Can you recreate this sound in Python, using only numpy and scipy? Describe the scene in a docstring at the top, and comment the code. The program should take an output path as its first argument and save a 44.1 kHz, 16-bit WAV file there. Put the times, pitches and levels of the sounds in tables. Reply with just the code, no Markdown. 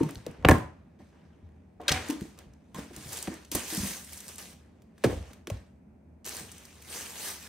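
"""Cardboard boxes are bumped, opened and set down on a table in a small quiet room, near a two-port microphone.
Knocks are built of low, middle and high rings, each a sum of decaying sine modes of box and table top;
edges tick and paper fibres snap as crackly noise bursts, and paper and card rub as grainy hiss.
Low rumble and murmur fill the room at rest, with a narrow wavering hum. The walls answer with scattered
noise tails, the microphone colours the whole, and a soft limit keeps the peaks below full scale."""
import sys
import numpy as np
from scipy import signal
from scipy.fft import rfft, irfft, next_fast_len
from scipy.io import wavfile
from scipy.ndimage import uniform_filter1d

SR = 44100
rng = np.random.default_rng(int(sys.argv[2]) if len(sys.argv) > 2 else 0)


def to_wav(sig):
    """Store sig (one row per channel, or 1-D mono) as 16-bit WAV at the path in sys.argv[1].

    Samples outside -1..1 are clipped; the rate is SR.
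    """
    pcm = np.clip(np.atleast_2d(sig), -1, 1) * 32767
    pcm = np.round(pcm).astype(np.int16)
    wavfile.write(sys.argv[1], SR, pcm.T)  # frames by channels


N = 329868  # length in samples


def amp(db):
    """Gain of a level in dB."""
    return 10 ** (np.asarray(db) / 20)


def unit(x):
    """x scaled to rms 1."""
    return x / np.sqrt(np.mean(x ** 2) + 1e-20)


def along(points, hz):
    """Interpolate (pitch_hz, value) points on a log pitch axis."""
    point_hz, value = np.transpose(points)
    return np.interp(np.log(hz + 1), np.log(point_hz + 1), value)


def filtered(x, response):
    """Multiply the spectrum of x by a complex response of frequency."""
    size = next_fast_len(x.shape[-1] + 8192)  # padding for the filter's ringing
    spectrum = rfft(x, size) * response(np.fft.rfftfreq(size, 1 / SR))
    return irfft(spectrum, size)[..., :x.shape[-1]]


# Likeness of scattered sound at the two ports: pitch_hz, likeness (0 to 1)
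PORT_LIKENESS = [(60, 0.96), (180, 1), (550, 0.21), (1650, 0.27), (4970, 0.12), (15000, 0.61)]


def spread(pair):
    """Mix two unrelated signals until they are as alike as scattered sound is at the two ports."""
    def mid_and_side(hz):
        turn = np.arccos(np.clip(along(PORT_LIKENESS, hz), 0, 1)) / 2
        return np.array([np.cos(turn), np.sin(turn)])

    mid, side = filtered(pair, mid_and_side)
    return np.array([mid + side, mid - side])


LEAD_RAD, LEAD_FROM_HZ = .65, 4900  # phase turn at each port, and the pitch where it sets in


def ahead(x):
    """In the treble of direct sound the right port leads in phase."""
    def lead(hz):
        turn_rad = LEAD_RAD * hz ** 8 / (hz ** 8 + LEAD_FROM_HZ ** 8)
        return np.exp(1j * np.outer([-1, 1], turn_rad))

    return filtered(x, lead)


# How fast the small room dies away: pitch_hz, t60_s
ROOM_DECAY = [(80, 0.38), (300, 0.38), (1500, 0.38), (6000, 0.36), (14000, 0.24)]


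def decay(length):
    """Two scattered noises in which each frequency dies at the room's speed for it."""
    hz, t, noise = signal.stft(rng.standard_normal((2, length)), SR, nperseg=256)
    fading = noise * amp(-60 * t / along(ROOM_DECAY, hz)[:, None])
    return spread(signal.istft(fading, SR, nperseg=256)[1][:, :length])


def room(x):
    """The walls' answer to a lasting sound, by convolution with a decaying noise tail."""
    tail = decay(SR // 2)
    tail /= np.linalg.norm(tail[0])
    late = np.pad(x, (150, 0))  # the answer starts 150 samples late
    return signal.fftconvolve(late[None], tail, axes=1)[:, :N]


# Spectrum of the low rumble in the room at rest: pitch_hz, relative level_db (per Hz)
RUMBLE_COLOUR = [(18, -52), (30, -24.5), (81, 0.5), (104, -11.5), (156, -11), (171, -7), (219, -7),
                 (305, -16), (402, -19.5), (700, -31.5), (910, -63.5), (1540, -120)]
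# Spectrum of the murmur above it: pitch_hz, relative level_db (per Hz)
MURMUR_COLOUR = [(350, -37.5), (600, -3), (707, -9.5), (767, -8), (810, -7.5), (1150, -18), (1810, -20.5),
                 (2500, -22), (3000, -33.5), (15600, -44.5)]
# The hum: pitch_hz, width_hz (rms wander of its pitch), level_db
HUM_TONE = (73, 2.8, -62)
RUMBLE_DB, MURMUR_DB = -55, -71


def stillness():
    """The room's rumble and murmur are coloured noise; the hum is a sine whose pitch wanders randomly."""
    def coloured(points):
        return unit(filtered(rng.standard_normal((2, N)), lambda hz: amp(along(points, hz))))

    rumble, murmur = coloured(RUMBLE_COLOUR), coloured(MURMUR_COLOUR)
    hum_hz, width_hz, hum_db = HUM_TONE
    waver = unit(filtered(rng.standard_normal(N), lambda hz: 1 / (1 + (hz / 6) ** 2)))
    hum = np.sqrt(2) * np.sin(2 * np.pi * np.cumsum(hum_hz + width_hz * waver) / SR)
    return spread(amp(RUMBLE_DB) * rumble + amp(MURMUR_DB) * murmur) + amp(hum_db) * hum


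# Strokes of paper and card: start_s (of full strength), relative level_db, swell_s (to rise 20 dB), hold_s,
# fade_s (to fall 20 dB), dullness_db (per octave); a swell or fade below 3 ms, or negative, acts as 3 ms
PAPER_STROKES = [(0, -50, .01, 0, 0.32, 6), (0.078, -59, -0.8, 0.043, -0.33, 7.5),
                 (0.266, -60, 0.03, 0, 0.64, 13.5), (0.99, -69, -1.35, 0.023, 0.35, 7),
                 (1.124, -72.5, -1.2, 0.1, 0.74, 12), (1.804, -57.5, 0, 0.11, 0.56, 14.5),
                 (1.9, -38.5, 0.0264, 0, 0.2624, 6), (2.097, -44.5, 0.1, 0.0053, 0.08, 2),
                 (2.223, -56.5, 0.1, 0, 0.2, 0), (2.388, -58.5, 0.02, 0, 0.09, 9.5),
                 (2.752, -48.5, 0, 0.035, 0.14, 5.5), (2.934, -53.5, 0, 0.23, 0.38, 3),
                 (3.145, -41, 0.1942, 0.023, 0.16, -1.5), (3.347, -52, 0.46, 0, 0.12, 6.5),
                 (3.517, -37.5, -0.14, 0.02, 0.08, -2.5), (3.552, -37, -0.03, 0, 0.22, 1.1),
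                 (3.702, -37.5, 0.0836, .2, 0.1861, -2), (4.07, -52.5, -0.67, 0.28, -0.01, -2),
                 (4.124, -44.5, -0.03, 0, 0.05, -3), (4.167, -49, 0, 0.023, 0, -4),
                 (4.296, -45.5, 0.02, 0.0018, 0.02, 1), (4.386, -45, 0.01, 0.0045, 0.15, -1),
                 (4.49, -56.5, 1.27, 0.048, -0.05, -0.3), (4.582, -72, 3, 0, 0.7, 10),
                 (5.098, -48, 0.0862, 0.013, 0.1561, 4.5), (5.286, -58.5, 0.17, 0.025, 0.12, 7.5),
                 (5.516, -60, 0, 0.03, 0.16, 6.5), (6.254, -43.5, -0.084, 0.14, 0.1, -0.5),
                 (6.475, -54, 0.13, 0, 1, 1.6), (6.928, -41, 0.0964, 0.078, 0.24, -0.9),
                 (7.17, -48.5, 0.15, 0.15, -0.5, 1.5), (7.276, -35, 0.19, 0, 0.12, -3),
                 (7.435, -49, 0.23, 0.039, -2.9, -0.3)]


def strokes(t):
    """Strength of the rubbing at times t, and its dullness, led by the loudest stroke."""
    start, db, swell, hold, fade, dull = np.transpose(PAPER_STROKES)[:, :, None]
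    before = np.maximum(start - t, 0) / np.maximum(swell, .003)
    after = np.maximum(t - start - hold, 0) / np.maximum(fade, .003)
    power = amp(db - 20 * np.minimum(before + after, 5)) ** 2  # at most 100 dB down
    total = power.sum(axis=0)
    return np.sqrt(total), (power * dull).sum(axis=0) / total


# Colour of rubbed paper, before each stroke's dullness: pitch_hz, relative level_db (per Hz)
PAPER_COLOUR = [(180, -34.5), (300, 4), (810, -1.5), (1210, -1), (1350, -7), (1520, 0.5), (1850, -0.5),
                (4240, -3), (8510, -4.5), (9710, -7), (11100, -6.5), (15700, -12)]
CATCHES_PER_S, CATCH_FADE_S = 300, 0.00047


def rubbing():
    """Fibres catch and slip: hiss whose strength jumps in short grains, patchy in colour."""
    noise = signal.stft(rng.standard_normal((3, N)), nperseg=256)[2]
    hz = np.linspace(0, SR / 2, noise.shape[1])[:, None]
    t = np.arange(noise.shape[2]) * 128 / SR
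    strength, dull_db = strokes(t)
    patches = uniform_filter1d(rng.standard_normal(noise.shape[1:]), size=5, axis=0)
    patches = uniform_filter1d(patches, size=9, axis=1)
    colour = amp(along(PAPER_COLOUR, hz) - dull_db * np.log2(hz / 5000 + 0.35))
    colour /= np.sqrt(np.mean(colour ** 2 * (hz > 1500), axis=0))  # level set by the band above 1500 Hz
    hiss = signal.istft(noise * colour * amp(2.2 * unit(patches)), nperseg=256)[1][:, :N]
    catches = (rng.random(N) < CATCHES_PER_S / SR) * amp(2.6 * rng.exponential(size=N))
    slip = np.exp(-1 / (CATCH_FADE_S * SR))
    grain = 1 + .6 * signal.lfilter([1], [1, -slip], np.minimum(catches, 5))
    return np.interp(np.arange(N) / SR, t, strength) * unit(grain) * hiss


# Edge contacts: start_s, relative level_db, centre_hz, above_db (fall per octave above centre, sign ignored),
# t60_s (of the burst, at least 3 ms)
EDGE_TICKS = [(0.031, -29, 1200, 4.5, 0.029), (0.09, -27.5, 2080, 23, 0.019), (.0895, -34, 9500, 7, .015),
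              (0.1085, -29, 8500, 1.5, 0.012), (.147, -36, 9500, 7.5, .012),
              (0.1555, -25.5, 4500, 13.5, 0.01), (0.2648, -26, 1520, 3.5, 0.015),
              (.4255, -37.5, 1490, 10, 0.0083), (0.448, -3.5, 2470, 21, 0.028),
              (0.4486, -30, 10000, -0.5, 0.04), (0.4863, 4, 1600, 16.5, 0.016),
              (0.486, -5.5, 7950, -1, 0.01), (0.4938, -5.5, 1690, 11.5, .013),
              (0.4946, -8, 8003, 1.5, 0.0058), (0.511, -5, 1697, 11.5, .018),
              (0.5109, -17, 8000, -2, 0.017), (.557, -40.5, 7000, -5, 0.017),
              (0.583, -35, 6500, 3.5, 0.021), (1.8136, -43, 1570, 2.5, 0.027),
              (1.8812, -7.5, 3800, 8.5, 0.018), (1.8879, -7, 3620, 11, 0.011),
              (1.8915, -7, 3540, 12, 0.032), (1.9172, -8.5, 3700, 7.5, 0.027),
              (1.923, -11, 5360, 22.5, 0.024), (1.93, -24.5, 2430, 15, 0.48), (2.086, -26, 7000, 3, 0.015),
              (2.535, -47.5, 5990, 12, 0.014), (2.1, -21, 1550, 3, 0.035), (2.208, -33, 1580, 3.5, 0.028),
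              (2.377, -44, 2940, -5, .02), (2.3885, -33.5, 4460, 3.5, 0.02),
              (2.7453, -29, 1900, 2.5, 0.016), (3.2258, -21.5, 7700, 7.5, 0.032),
              (3.273, -25.5, 2060, 7.5, 0.038), (3.4486, -38.5, 5530, 11, 0.027),
              (3.5154, -18, 5700, 2.5, 0.029), (3.5498, -11, 8600, 4, 0.042),
              (4.3818, -28, 8070, 14, 0.034), (4.82, -48.5, 2320, 0.5, 0.024),
              (4.979, -46, 1800, 6.5, 0.06), (5.038, -13, 1530, 6.5, 0.077), (5.114, -27, 1210, 13, 0.018),
              (5.332, -38, 2230, 3, 0.031), (5.471, -23, 1820, 5.5, 0.021), (5.4988, -25.5, 2010, 5, 0.03),
              (6.244, -36.5, 6000, 12, .05), (6.517, -30.5, 8700, 9, 0.028), (6.6514, -34, 4940, 2, 0.032),
              (6.818, -34, 2330, 0, 0.034)]
# Paper fibres snapping: start_s, relative level_db
FIBRE_SNAPS = [(.312, -48), (2.9635, -30), (3.1303, -25.5), (3.1714, -26), (3.188, -29), (3.34, -36),
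               (3.735, -24), (3.7468, -22), (3.77, -22), (4.045, -36.5), (4.1322, -32.5), (4.175, -32),
               (4.204, -30.5), (4.281, -31), (4.288, -31), (4.357, -34), (6.2525, -31.5), (6.2633, -26),
               (6.2851, -29), (6.292, -26.5), (6.3672, -26), (6.581, -38)]
# Shape shared by all snaps: centre_hz, above_db (fall per octave above centre), t60_s
FIBRE_SHAPE = (8300, 8.2, 0.015)
SNAP_BOOST_DB = 4.5  # lift of the snaps against the ticks
CRACKLE_DB, RISE_SHARE = 5, 0.025  # scatter of strength within a tick; its rise as a share of its t60
# the fall per octave below a centre steepens by BELOW_DB for each octave the centre lies above BELOW_FROM_HZ
BELOW_DB, BELOW_FROM_HZ = 2, 590


def ticks():
    """Edges and fibres give short crackly noise bursts around a pitch; each draws its own wall answer."""
    out, t = np.zeros((2, N + SR)), np.arange(SR // 3) / SR
    rows = EDGE_TICKS + [(start, db + SNAP_BOOST_DB, *FIBRE_SHAPE) for start, db in FIBRE_SNAPS]
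    noise = rng.standard_normal((len(rows), len(t)))
    steps = rng.standard_normal((len(rows), len(t) // 30 + 1))
    crackle = amp(CRACKLE_DB * np.repeat(steps, 30, axis=1)[:, :len(t)])  # new strength every 30 samples
    for (start, db, centre, above_db, t60), hiss, grit in zip(rows, noise, crackle):
        def colour(hz):
            below_db = BELOW_DB * np.log2(centre / BELOW_FROM_HZ)
            slope_db = np.where(hz < centre, below_db, -abs(above_db))
            return amp(slope_db * np.log2((hz + 150) / centre))

        t60 = max(t60, .003)
        shape = amp(-60 * t / t60) * (1 - np.exp(-t / (RISE_SHARE * t60)))
        burst = shape * ahead(filtered(hiss * grit, colour))
        burst *= np.linalg.norm(shape) / np.linalg.norm(burst[0])
        walls = filtered(decay(len(t)), colour) * (1 - np.exp(-t / .006))
        walls *= amp(-10.0) * np.linalg.norm(shape) / np.linalg.norm(walls[0])
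        out[:, round(start * SR):][:, :len(t)] += amp(db - 8.5) * (burst + walls)
    return out[:, :N]


# Low, middle and high rings of knocks; several rows may sound in one knock: start_s,
# level_db (peak of the ring before lean and walls), pitch_hz (favoured), ring_share (of the modes' t60,
# kept within .1 to 4), focus_db (per octave), contact_s (at least 0.5 ms)
KNOCK_RINGS = [(.006, -15, 324, 0.45, 19, 0.0074), (.004, -34, 940, 0.72, 59, 0.0017),
               (.011, -21, 137, 0.24, 25.5, 0.0021), (.029, -20.5, 161, 0.61, 28, 0.006),
               (.054, -24, 152, 0.43, 34.5, 0.01), (0.03, -33.5, 896, 0.98, 76, 0.0044),
               (.165, -30, 104, 0.31, 13.5, 0.0084), (.266, -26.5, 482, 0.25, 17.5, 0.0025),
               (0.283, -35, 153, 0.46, 17.5, 0.0072), (.389, -37.5, 61.5, 1, 9, 0.0086),
               (0.425, -40, 743, 2.3, 10, 0.02), (.448, -7.5, 487, 0.12, 14.5, 0.0035),
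               (.449, -8, 743, 0.22, 16, 0.001), (.4575, -7.5, 109, 0.33, 12, 0.0071),
               (.485, -9, 304, 0.34, 14, 0.0069), (.487, -7.5, 907, 0.49, 18.5, 0.00073),
               (0.489, -13.5, 1775, 0.73, 49, 0.0013), (.494, -7, 105.4, 0.25, 22.5, 0.012),
               (.498, -12.5, 574, .6, 29.5, 0.003), (.511, -7.5, 747.4, .45, 10, 0.0015),
               (.513, -17, 1688, 0.64, 51, .0017), (.519, -6.5, 141.2, 0.35, 13, 0.0046),
               (.548, -26, 1050, .8, 47, 0.0027), (.585, -40, 1017, 1.5, 31, 0.049),
               (0.541, -20.5, 469, 0.42, 12.5, 0.004), (0.997, -47.5, 242, .75, 10, 0.003),
               (1.0, -46.5, 774, .62, 12, .002), (1.423, -42, 84, .6, 29, 0.03),
               (1.799, -33, 720, 0.76, 15, .0016), (1.883, -27.5, 583, 0.73, 22.5, .005),
               (1.88, -17, 3750, 1, 58.5, 0.0019), (1.884, -23, 1616, .8, 50, 0.00094),
               (1.903, -27.5, 2230, .35, 28, 0.0025), (1.907, -21.5, 112.5, 0.97, 6, 0.0038),
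               (1.919, -28.5, 743, 0.86, 58.5, 0.0034), (1.941, -30, 2300, .5, 17, 0.0036),
               (1.95, -35, 765, 1.3, 71, 0.023), (1.946, -29, 94, 0.47, 27, 0.0021),
               (2.088, -20.5, 300, 0.5, 22, 0.014), (2.099, -35, 921, 0.89, 37, 0.0035),
               (2.12, -29.5, 305, 0.76, 35, 0.012), (2.2172, -23.5, 186, 0.23, 12, 0.005),
               (2.249, -38, 308, 0.4, 4, 0.0045), (2.467, -38.5, 55.2, 0.83, 10, 0.0045),
               (2.745, -38, 185, 1.8, 15, 0.0044), (2.746, -40, 1060, 1.4, 36, 0.0021),
               (2.779, -29, 223.4, 0.72, 2, 0.0098), (2.904, -40.5, 342, 0.45, 7, 0.0042),
               (2.969, -35.5, 71.4, 1.4, 2.5, 0.0021), (3.061, -33.5, 110, 1.4, 18, 0.0017),
               (3.273, -33.5, 780, 0.57, 14, 0.0019), (3.277, -24.5, 245, 0.28, 8.5, 0.0063),
               (3.312, -35, 327, 0.53, 57, 0.0074), (3.516, -32.5, 294, 0.51, 12, 0.0088),
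               (3.548, -21, 335, 0.43, 2, 0.003), (3.725, -31.5, 315, 0.9, 18, 0.0026),
               (3.776, -21.5, 196, 0.39, 35, 0.0052), (3.801, -25.5, 65, 0.73, 25, 0.0023),
               (3.831, -24, 190, 0.66, 29, 0.004), (3.902, -42, 188, 0.53, 27, .01),
               (5.0417, -9.5, 519, 0.5, 16.5, 0.004), (5.044, -19, 207, .5, 16, 0.0074),
               (5.06, -20, 349, 0.29, 12, 0.0079), (5.096, -25, 480, 0.67, 5, .004),
               (5.127, -28, 504, 0.64, 17, 0.0026), (5.054, -15.5, 118.4, 0.38, 22, 0.009),
               (5.095, -27, 90.6, 0.36, 21, 0.014), (5.122, -25.5, 80, 0.33, 12, 0.016),
               (5.16, -30, 66, 0.7, 25, 0.017), (5.197, -34, 69.3, .7, 18, .014),
               (5.473, -31.5, 326, 0.25, 10, 0.007), (5.5, -38.5, 1080, 0.4, 26, 0.0044),
               (5.501, -27.5, 579, 0.29, 30, 0.003), (5.5155, -24.5, 100.3, 0.27, 17, 0.0062),
               (5.533, -29.5, 65, 0.5, 25, 0.012), (6.403, -40.5, 110, 1.5, 3.5, 0.006)]
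# Modes of the boxes and table top: pitch_hz, relative level_db, t60_s
BOX_MODES = [(65, -2, 0.36), (84, 0, 0.38), (114.5, -4, 0.29), (138, 4.5, 0.14), (208.2, 3.5, 0.18),
             (237, -4, 0.35), (284.7, 0, 0.27), (311.3, 1, 0.22), (458.3, 3, 0.11), (574, 1.5, 0.1),
             (750, -4, .12), (940, -6, .1), (1060, -8, .15), (1730, -3.5, 0.061), (1903, -11, 0.14),
             (2210, -13, 0.17), (3750, -16, 0.018)]
LEAN_HZ = 2000  # a mode's left-right imbalance is its pitch over this, up to .2


def knocks():
    """Each ring of a knock favours modes near its pitch and bends the nearest to it; soft contact swells in."""
    out, t = np.zeros((2, N + SR)), np.arange(SR // 2) / SR
    free_hz, level_db, t60 = np.transpose(BOX_MODES)[:, :, None]
    chance = rng.standard_normal((len(KNOCK_RINGS), 3, len(BOX_MODES), 1))
    for (start, db, pitch, share, focus_db, contact), (loud, tune, lean) in zip(KNOCK_RINGS, chance):
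        def near(hz, fall_db):
            return amp(-fall_db * np.abs(np.log2((hz + 1) / pitch)))

        closeness = near(free_hz, 1)
        hz = np.where(closeness == closeness.max(), pitch, free_hz)  # the grip on the box bends this mode
        ring_t60 = t60 * np.clip(share, .1, 4)
        fade = near(hz, focus_db) * amp(level_db + 2 * loud - 60 * t / ring_t60)
        swell = np.sin(np.pi / 2 * np.minimum(t / max(contact, .0005), 1)) ** 2
        modes = swell * fade * np.sin(2 * np.pi * hz * (1 + .01 * tune) * t)
        modes /= np.abs(modes.sum(axis=0)).max()
        ring = modes.sum(axis=0)
        side = np.sum(modes * lean * np.minimum(hz / LEAN_HZ, .2), axis=0)
        # the walls prolong the ringing modes
        echo = signal.fftconvolve(ring[None], decay(len(t)), axes=1)[:, :len(t)]
        echo *= amp(-13.5) * np.linalg.norm(ring) / np.linalg.norm(echo[0])
        # and add a diffuse tail around the ring's pitch
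        walls = filtered(decay(len(t)), lambda f: near(f, min(focus_db, 14))) * (1 - np.exp(-t / 0.0032))
        walls *= amp(-13.0) * np.linalg.norm(ring) / np.linalg.norm(walls[0])
        heard = ring + np.outer([1, -1], side) + walls + echo
        out[:, round(start * SR):][:, :len(t)] += amp(db) * heard
    return out[:, :N]


def scene():
    """Knocks and ticks come straight and off the walls; the rubbing comes partly straight, partly scattered."""
    rub = rubbing()
    boxes = knocks() + ticks()
    paper = amp(-3.5) * ahead(rub[-1]) + amp(-4.5) * spread(rub[:2]) + amp(-8.5) * room(rub[0])
    return boxes + paper + stillness()


# Resonances of the microphone ports: pitch_hz, width_hz, level_db (gain)
PORT_RESONANCES = [(6250, 760, 3.5), (8530, 1100, 4.5)]
BASS_HZ, TOP_HZ = 45, 15750  # bass roll-off and band limit


def record(dry):
    """The microphone rolls off deep bass, rings at its ports and ends at its band limit; peaks are soft-limited."""
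    def microphone(hz):
        ports = 1
        for centre, width, db in PORT_RESONANCES:
            ports = ports + (amp(db) - 1) * 1j * hz * width / (centre ** 2 - hz ** 2 + 1j * hz * width)
        return (1j * hz / (1j * hz + BASS_HZ)) ** 2 * ports

    heard = filtered(dry, microphone)
    heard = heard / (1 + np.abs(heard / .95) ** 6) ** (1 / 6)  # a soft limit keeps the peaks below full scale
    return filtered(heard, lambda hz: 1 / (1 + (hz / TOP_HZ) ** 200))


dry = scene()
out = record(dry)
to_wav(out)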